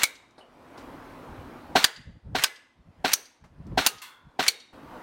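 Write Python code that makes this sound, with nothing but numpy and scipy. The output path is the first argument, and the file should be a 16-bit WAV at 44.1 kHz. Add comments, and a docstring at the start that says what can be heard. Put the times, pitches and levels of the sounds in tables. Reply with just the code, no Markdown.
"""A fenced garden: a gas blowback airsoft pistol fires six times at a target close to the microphone.
Each shot pops, cracks and hisses from ringing modes, pulses and coloured noise, and the slide clatters.
Some 90 ms later the pellet smacks the target, in noise shaped by the board, and overloads the microphone.
Fence, plants and a far wall answer; faint knocks and a ricochet are heard too. Wind nudges the microphone,
and the distant outdoor wash, drifting noise, sinks after each shot, then creeps back."""
import sys
import numpy as np
from scipy import signal
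from scipy.fft import rfft, irfft, next_fast_len
from scipy.io import wavfile
from scipy.ndimage import uniform_filter1d

SR = 44100
rng = np.random.default_rng(int(sys.argv[2]) if len(sys.argv) > 2 else 0)


def dump_mix(stems):
    """Bounce the given channels to the path in sys.argv[1] as a 16-bit WAV at rate SR."""
    frames = np.atleast_2d(stems).T  # one column per channel
    limited = np.clip(frames, -1, 1)  # hard clip at full scale
    pcm = np.round(limited * 32767).astype(np.int16)
    wavfile.write(sys.argv[1], SR, pcm)


N = 221689
AGE = np.arange(SR // 2) / SR  # time since a blow, s

# the shots, one row each: valve opens [t/s], relative level [level/dB], slide noise [level/dB],
# how long the wash stays sunk [t/s]
SHOTS = [(-.056, 3, 5, 0.4), (1.7539, 5.5, 2.5, 0.47), (2.349, -2, 3.5, .48), (3.044, 0, 4.5, 0.44),
         (3.7745, 2.5, 0.5, 0.46), (4.3909, -1, 5.5, 0.45)]
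# colour of the escaping gas: [f/Hz, relative level/dB per Hz]
GAS_COLOUR = [(40, -19), (150, -9.5), (400, -9.5), (900, 0), (1700, -1.5), (2500, -6.5), (4200, -1),
              (4800, -12.5), (6300, -9.5), (7000, -19), (7800, -15), (10000, -23), (16000, -24)]
# colour of the slide, the faint lead-in and the flying pellet: [f/Hz, relative level/dB per Hz]
SLIDE_COLOUR = [(100, -22), (400, -9.5), (900, -7), (1900, 4), (3000, -2.5), (4500, -7.5), (7000, -11),
                (10000, -17.5), (16000, -25)]
# colour of a struck surface: [f/Hz, relative level/dB per Hz]
SMACK_COLOUR = [(40, -39), (130, -33.5), (270, -13.5), (450, -22.5), (900, -5.5), (1600, -5.5),
                (2400, -5.5), (3200, -1), (4400, 0), (6200, -6), (7500, -6), (9000, -6.5), (12000, -10),
                (16000, -12.5)]


def amp(db):
    """Decibels to gain."""
    return 10 ** (np.asarray(db) / 20)


def evened(x):
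    """Scales to an rms of 1."""
    return x / np.sqrt(np.mean(x ** 2) + 1e-20)


def read(points, hz):
    """Reads a table on a log-frequency axis."""
    f, value = np.transpose(points)
    return np.interp(np.log(hz + 1), np.log(f + 1), value)


def add(mix, s, sound):
    """Mixes a sound in at time s; whatever falls before the start is cut."""
    start = round(s * SR)
    sound = sound[max(-start, 0):]
    part = mix[max(start, 0):][:len(sound)]
    part += sound[:len(part)]


def noise(spectrum, size):
    """Noise of rms 1 with the given colour."""
    span = next_fast_len(size, True)
    gain = amp(read(spectrum, np.fft.rfftfreq(span, 1 / SR)))
    coloured = irfft(rfft(rng.standard_normal(span)) * gain, span)
    return evened(coloured[:size])


def band(x, lo_hz, hi_hz):
    """Second-order band-pass."""
    sos = signal.butter(2, [lo_hz, min(hi_hz, SR / 2 - 1)], "band", fs=SR, output="sos")
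    return signal.sosfilt(sos, x)


def shelves(x, bass_db, treble_db, bass_hz=1500, treble_hz=6500):
    """Lifts or lowers both ends of the spectrum."""
    hz = np.fft.rfftfreq(len(x), 1 / SR)
    bass = bass_db / (1 + (hz / bass_hz) ** 2)
    treble = treble_db * hz ** 2 / (hz ** 2 + treble_hz ** 2)
    return irfft(rfft(x) * amp(bass + treble), len(x))


def fall(t60, start=0):
    """Envelope that jumps up at start and dies away by 60 dB in t60 seconds."""
    return (AGE >= start) * np.exp(-np.log(1000) * np.maximum(AGE - start, 0) / t60)


def ring(modes, start, rise_s=0.00015):
    """Dying modes, all pushed at the same moment."""
    age = AGE - start
    push = np.clip(age / rise_s, 0, 1)
    return push * sum(amp(db) * fall(t60, start) * np.cos(2 * np.pi * hz * age) for hz, db, t60 in modes)


def fuzzy_ring(hz, width_hz, t60):
    """A rough, dying resonance: noise in one band around hz; the narrower it is, the slower it builds up."""
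    bins = np.fft.rfftfreq(len(AGE), 1 / SR) + 1
    detune = (bins / hz - hz / bins) * hz / width_hz
    rough = irfft(rfft(rng.standard_normal(len(AGE))) / (1 + detune ** 2), len(AGE))
    build = 1 - np.exp(-np.pi * width_hz * AGE)
    return evened(rough) * build * fall(t60)


def click(spectrum, size=2048):
    """A causal pulse of peak 1 with the given colour, its phase derived from its log spectrum."""
    log_gain = np.log(amp(read(spectrum, abs(np.fft.fftfreq(size, 1 / SR)))))
    pulse = np.fft.ifft(np.exp(np.conj(signal.hilbert(log_gain)))).real[:size // 2]
    return pulse / abs(pulse).max()


def pistol(spray_db=-31, spray_t60=0.12, spray_start=0.0049,
           lead_in_db=-45, lead_in_t60=.03, lead_in_s=.002, boom_growth=1.2):
    """Nothing moves between shots, so the blast repeats; faint lead-in, gas spray and slide clatter differ."""
    # the slide hits its stop, strips a pellet and runs home: [t/s after the shot, level/dB, t60/s]
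    slide_knocks = [(.036, -30.5, 0.047), (.046, -36.5, 0.093), (0.074, -33.5, .08)]
    clatter = sum(amp(db) * fall(t60, s) for s, db, t60 in slide_knocks)
    out = np.zeros(N)
    boom, report = blast()
    for s, db, slide_db, _ in SHOTS:
        spray = amp(spray_db) * noise(GAS_COLOUR, len(AGE)) * fall(spray_t60, spray_start)
        lead_in = amp(db + lead_in_db) * noise(SLIDE_COLOUR, len(AGE)) * fall(lead_in_t60)
        slide = amp(slide_db) * clatter * noise(SLIDE_COLOUR, len(AGE))
        add(out, s - lead_in_s, lead_in)  # faint noise starting just before the shot
        add(out, s, amp(boom_growth * db) * boom)  # the boom grows faster than the rest of the shot
        add(out, s, amp(db) * (report + spray) + slide)
    return out


def blast(pop_hz=760, pop_db=-16.5, pop_rise_s=0.0026, pop_t60=0.016, crack_db=-14,
          gas_db=-24, gas_t60=0.23, swell_s=0.0084, leak_db=-38):
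    """The valve opens: gas leaks, a hollow pop swells in the barrel, then cracks out and hisses away."""
    # muzzle crack and its slaps off nearby surfaces: [t/ms after the valve opens, relative level/dB]
    slaps = [(3.55, 0), (5.03, -5), (6.22, -1), (7.5, -6), (9.22, -5), (11.25, -6), (15.85, 1), (17.28, -3),
             (17.85, -7)]
    # colour of the crack: [f/Hz, relative level/dB per Hz]
    crack_colour = [(60, -8.5), (250, -10.5), (1000, -1.5), (1600, 9), (4000, 3), (5500, -5.5),
                    (8000, -31.5), (12000, -34), (16000, -22)]
    # what the blast sets ringing: [f/Hz, level/dB, t60/s]
    blast_modes = [(275, -24, .08), (385, -24.5, .06), (432, -29.5, .1), (645, -30, .08), (738, -26, .07),
                   (915, -27, .06), (1552, -28, .1), (1650, -35, .14), (2070, -34, .12), (2355, -35, .12),
                   (2820, -35, .12), (3025, -32, .09), (3500, -35, .1), (4000, -34, .1), (4340, -35, .11)]
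    exit_s = slaps[0][0] / 1000
    swell = np.where(AGE < exit_s, np.exp(-((AGE - exit_s) / pop_rise_s) ** 2 / 2), fall(pop_t60, exit_s))
    pop = amp(pop_db) * swell * np.cos(2 * np.pi * pop_hz * (AGE - exit_s))
    cracks, crack = np.zeros(len(AGE)), click(crack_colour)
    for ms, db in slaps:
        add(cracks, ms / 1000, amp(crack_db + db) * crack)
    opening = 1 - np.exp(-(AGE / swell_s) ** 4)
    flow = amp(leak_db) + amp(gas_db) * opening
    gas = flow * noise(GAS_COLOUR, len(AGE)) * fall(gas_t60)
    return pop + ring(blast_modes, exit_s), cracks + gas


def target(snap_db=-4, snap_t60=0.012, board_db=-21, board_t60=0.1, board_treble_db=-4,
           note_db=-11.0, note_width=0.083, rebound_s=.0056, rebound_db=-6,
           fence_s=0.0068, fence_db=-9, thump_t60=0.024):
    """The pellet snaps through, hits the backstop and rebounds; the board rings, duller, then a low hum."""
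    # pellets on the target, one row each: [t/s, relative level/dB, bass/dB, treble/dB,
    # backstop delay t/ms, backstop relative level/dB, the struck spot's low note f/Hz, relative level/dB,
    # its high note f/Hz, relative level/dB, t60/s of both, centre of the long ring f/Hz,
    # its relative level/dB, low thump level/dB]
    hits = [(0.0336, -2, 3, 7.5, 2.31, -6, 2244, -4, 4156, -11, 0.076, 2760, -0.5, -59.5),
            (1.8422, -0.5, 1, -7, 2.42, -1.5, 1680, -4.5, 4750, -1.5, 0.041, 1950, -5, -35.5),
            (2.4378, -1.5, 0.5, -7, 3.07, -4.5, 1570, -4, 5070, -3, 0.055, 2056, -3, -39),
            (3.1337, -5.5, 0.5, 13, 3.3, 3.5, 5850, 0.5, 6410, -3.5, 0.057, 5720, -4.5, -53),
            (3.8642, 0.5, 12.5, 13, 2.9, -12.5, 2765, -9.5, 4810, -20.5, 0.073, 1234, -7.5, -46),
            (4.4812, -4, -21.5, -4.5, 3.16, -0.5, 2278, -4.5, 4380, 1, .05, 3100, -3, -55)]
    # colour of the low thump: [f/Hz, relative level/dB per Hz]
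    thump_colour = [(20, -0.5), (110, -2), (250, -11.5), (600, -43), (2000, -89.5)]
    out = np.zeros(N)
    for (s, db, bass_db, treble_db, back_ms, back_db, low_hz, low_db, high_hz, high_db, t60,
         long_hz, long_db, thump_db) in hits:
        back_s = back_ms / 1000
        blows = [(0, 0), (back_s, back_db), (rebound_s, rebound_db), (fence_s, fence_db)]
        for delay, blow_db in blows:
            snap = smack(bass_db, treble_db) * fall(snap_t60)
            add(out, s + delay, amp(snap_db + db + blow_db) * snap)
        board = smack(bass_db, treble_db + board_treble_db) * fall(board_t60, back_s)
        add(out, s, amp(board_db + db) * board)
        for hz, ring_db in [(low_hz, low_db), (high_hz, high_db)]:
            add(out, s, amp(note_db + db + ring_db) * fuzzy_ring(hz, note_width * hz, t60))
        add(out, s + back_s, amp(long_db) * singing(long_hz))
        add(out, s, hum())
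        add(out, s, amp(thump_db) * noise(thump_colour, len(AGE)) * fall(thump_t60))
        add(out, s - AGE[-1], whizz())  # ends at the hit
    return out


def smack(bass_db, treble_db):
    """Noise of rms 1 in the colour of the struck board, with its resonances standing out."""
    # resonances of the target board: [f/Hz, width f/Hz, level/dB over the smooth colour]
    board_peaks = [(1550, 300, 5.5), (2430, 150, 3.5), (3040, 120, 3.5), (3810, 63, 5), (4450, 180, 7.5),
                   (4690, 140, -4), (5450, 200, -2.5), (5940, 160, 12.5), (6690, 160, 9), (8900, 350, 6.5)]
    bins = np.fft.rfftfreq(len(AGE), 1 / SR)
    peaks_db = sum(db / (1 + (2 * (bins - hz) / width) ** 2) for hz, width, db in board_peaks)
    board = irfft(rfft(noise(SMACK_COLOUR, len(AGE))) * amp(peaks_db), len(AGE))
    return evened(shelves(board, bass_db, treble_db))


def singing(centre_hz, sing_db=-39, reach=0.27):
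    """The target's long, wavering modes; the nearer to centre_hz, the more strongly each is set going."""
    # what the target sings on with: [f/Hz, relative level/dB, t60/s, width f/Hz]
    target_modes = [(1250, -2, 0.72, 30), (1470, -6, 0.35, 30), (1725, -4, 0.52, 50), (2030, -2, 0.55, 62),
                    (2270, -1, 0.3, 36), (2920, -15, .3, 90), (3760, -3, 0.7, 120), (4400, -1.5, .4, 170),
                    (5950, -4, 0.39, 260), (6400, -3.5, .38, 350)]
    out = np.zeros(len(AGE))
    for hz, db, t60, width_hz in target_modes:
        near = np.exp(-(np.log(hz / centre_hz) / reach) ** 2)
        out += near * amp(sing_db + db) * fuzzy_ring(hz, width_hz, t60)
    return out


def hum(hum_db=-39, hum_hz=460, hum_width_hz=220, swell_s=0.044, hum_t60=0.23):
    """A low hum that swells just after a hit and dies away."""
    swell = 1 - np.exp(-(AGE / swell_s) ** 2)
    return amp(hum_db) * swell * fuzzy_ring(hum_hz, hum_width_hz, hum_t60)


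def whizz(whizz_db=-30, whizz_t60=0.17, flight_s=.085):
    """The rush of the pellet, swelling as it nears the target: a fall turned back to front."""
    approach = (fall(whizz_t60) * (AGE < flight_s))[::-1]
    return amp(whizz_db) * noise(SLIDE_COLOUR, len(AGE)) * approach


def small_knocks(rattle_db=7, rattle_t60=0.3, rattle_treble_db=5, metal_db=-3, metal_width_hz=270):
    """Faint knocks as bands of dying noise, and a ricochet that rattles the modes of thin metal."""
    # handling and spent pellets: [t/s, level/dB, t60/s, centre f/Hz, width f/Hz]
    knocks = [(.308, -67, 0.058, 5800, 3480), (.38, -49, 0.4, 590, 740), (.38, -57.5, 0.15, 4220, 1300),
              (.384, -68, 0.2, 9160, 2200), (.408, -52, .18, 2935, 200), (.776, -52.5, 0.2, 3715, 4800),
              (3.439, -53, 0.17, 710, 1216), (3.441, -68.5, .22, 4600, 5060), (3.668, -63, .06, 4910, 5150),
              (3.67, -39, .08, 250, 166.4), (3.719, -33.5, .07, 310, 190)]
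    # a ricochet strikes thin metal: [t/s, relative level/dB]
    ricochets = [(4.018, -52)]
    # modes of the metal: [f/Hz, relative level/dB, t60/s]
    metal_modes = [(1015, 3, 0.99), (1207, -9, 0.77), (1460, 1.5, 1), (1760, 0.5, .45), (2100, 4.5, 0.49),
                   (2730, 8.5, .32), (3400, 4.5, 0.61), (4300, 4.5, .3), (6060, -4, 0.16), (8040, -7, 0.24),
                   (11900, 2, 0.17)]
    out = np.zeros(N)
    for s, db, t60, hz, width in knocks:
        add(out, s, amp(db) * fuzzy_ring(hz, width, t60))
    for s, db in ricochets:
        metal = sum(amp(metal_db + mode_db) * fuzzy_ring(hz, metal_width_hz, t60)
                    for hz, mode_db, t60 in metal_modes)
        rattle = shelves(noise(SMACK_COLOUR, len(AGE)), 0, rattle_treble_db) * fall(rattle_t60)
        add(out, s, amp(db) * (metal + amp(rattle_db) * rattle))
    return out


def garden(x, count=3, turns_per_s=170):
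    """Sound is dealt in turn to separate sets of scattering paths, so the tails stay grainy."""
    turns = turns_per_s * np.arange(N) / SR
    out = np.zeros(N)
    for k in range(count):
        share = np.sqrt(2 / count) * np.cos(np.pi * (turns + k / count))  # squares sum to 1
        out += signal.fftconvolve(x * share, reflections())[:N]
    return out


def reflections(tail_db=-23, tail_rise_s=0.004, wall_s=.119, wall_db=-41, wall_t60=0.045,
                wall_low_hz=2000, wall_high_hz=6500):
    """A thin tail scattered by fences and plants, and one smeared echo from a far wall."""
    # colour of the tail at its start: [f/Hz, relative level/dB]
    tail_colour = [(100, -1), (500, 4), (1100, -0.5), (1800, -1), (2600, -4), (4500, -10), (7000, -7),
                   (11000, -6), (16000, -4)]
    # how fast the garden dies away: [f/Hz, t60/s]
    garden_t60 = [(150, 0.2), (500, 0.3), (1800, 0.6), (4000, .6), (7000, .48), (11000, 0.34),
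                  (16000, 0.25)]
    hz, t, z = signal.stft(noise(tail_colour, SR), SR, nperseg=256)
    decay = np.exp(-np.log(1000) * t / read(garden_t60, hz)[:, None])
    tail = signal.istft(z * decay, SR, nperseg=256)[1]
    tail = tail * np.minimum(np.arange(len(tail)) / (tail_rise_s * SR), 1)
    tail = amp(tail_db) * tail / np.linalg.norm(tail)
    wall = band(rng.standard_normal(len(AGE)), wall_low_hz, wall_high_hz) * fall(wall_t60)
    add(tail, wall_s, amp(wall_db) * wall / np.linalg.norm(wall))
    return tail


def wind(gust_db=-4, swell_s=0.021, fade_s=0.015, flutter_db=-20, flutter_hz=280, flutter_top_hz=650):
    """Low buffets on the microphone: each swells and fades, with a weaker flutter higher up."""
    # buffets: [t/s at the height, relative level/dB]
    gusts = [(1.319, -37.5), (1.409, -38), (2.001, -46), (2.091, -38.5), (2.161, -45.5), (2.278, -36),
             (2.33, -36), (2.387, -40.5), (2.8, -52.5), (2.891, -45.5), (3.002, -48.5), (3.454, -46.5),
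             (3.527, -49.5), (3.601, -38), (3.672, -35.5), (3.726, -32), (3.786, -31.5), (3.961, -54),
             (4.274, -47)]
    # colour of the wind: [f/Hz, relative level/dB per Hz]
    wind_colour = [(12, -41), (20, -5), (43, 11), (151, 11), (295, -4), (393, -16), (476, -29), (614, -23),
                   (900, -32), (1170, -55.5), (1980, -120)]
    t, push = np.arange(N) / SR, np.zeros(N)
    for s, db in gusts:
        push += amp(gust_db + db) * np.exp(-((t - s) / np.where(t < s, swell_s, fade_s)) ** 2 / 2)
    flutter = evened(band(rng.standard_normal(N), flutter_hz, flutter_top_hz))
    return push * (noise(wind_colour, N) + amp(flutter_db) * flutter)


def wash(wash_db=-44.5, hiss_db=1, hiss_hz=3500, patchy_db=1.7):
    """Distant roar and fine hiss in drifting patches, sinking after each shot and creeping back."""
    # colour of the wash: [f/Hz, relative level/dB per Hz]
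    wash_colour = [(15, -28), (25, -6.5), (130, -4), (161, -4), (206, -6), (249, 3), (439, -6.5), (503, -4),
                   (659, -6.5), (988, -5.5), (1100, -7.5), (2610, -22), (7110, -38), (14800, -39.5),
                   (16000, -40.5)]
    # slow swell of the distant roar: [t/s, relative level/dB]
    wash_swell = [(0, 4.5), (.85, 0), (1.1, -0.5), (1.4, -0.5), (1.6, -1.5), (2.5, -2.5), (5, 0.5)]
    # share of the sinking that each part of the wash follows: [f/Hz, share/1]
    sink_share = [(60, 1.1), (400, 0.98), (1500, .95), (5000, 0.7), (9000, 0.76), (15000, 1.25)]
    hz, t, z = signal.stft(noise(wash_colour, N), SR, nperseg=512, noverlap=384)
    depth = np.interp(t, np.arange(N) / SR, sunk_db())
    swell = np.interp(t, *np.transpose(wash_swell))
    lift = hiss_db * hz ** 2 / (hz ** 2 + hiss_hz ** 2)
    patches = uniform_filter1d(rng.standard_normal(z.shape), size=3, axis=0)  # over frequency
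    patches = evened(uniform_filter1d(patches, size=24, axis=1))  # over time
    sinking = read(sink_share, hz)[:, None] * depth
    z = z * amp(wash_db + swell + lift[:, None] + patchy_db * patches - sinking)
    return signal.istft(z, SR, nperseg=512, noverlap=384)[1][:N]


def sunk_db(sink_db=21.5, sink_s=.02, climb_db_per_s=43):
    """How far the wash has sunk: a quick drop at each shot, a hold, a steady climb."""
    # once, after the last shot, the wash jumps back up: [t/s, level/dB]
    wash_jumps = [(4.729, 17)]
    t, depth = np.arange(N) / SR, np.zeros(N)
    for s, _, _, hold_s in SHOTS:
        drop = sink_db * np.clip((t - s) / sink_s, 0, 1)
        depth = np.maximum(depth, drop - climb_db_per_s * np.maximum(t - s - hold_s, 0))
    for s, db in wash_jumps:
        depth = np.maximum(depth - db * (t > s), 0)
    return uniform_filter1d(depth, size=200)  # rounds the corners


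def scene():
    """Pistol, target and knocks in the garden, over wash and wind."""
    direct = pistol() + target() + small_knocks()
    return (direct + garden(direct) + wash() + wind())[None]


def record(dry, ceiling=.56, edge_hz=16100):
    """The loudest peaks overload the microphone, bending towards a ceiling; then the band limit."""
    clipped = dry / (1 + (dry / ceiling) ** 6) ** (1 / 6)
    low_pass = signal.firwin(255, edge_hz, window=("kaiser", 9), fs=SR)
    return signal.oaconvolve(clipped, low_pass[None], "same")


dry = scene()
out = record(dry)
dump_mix(out)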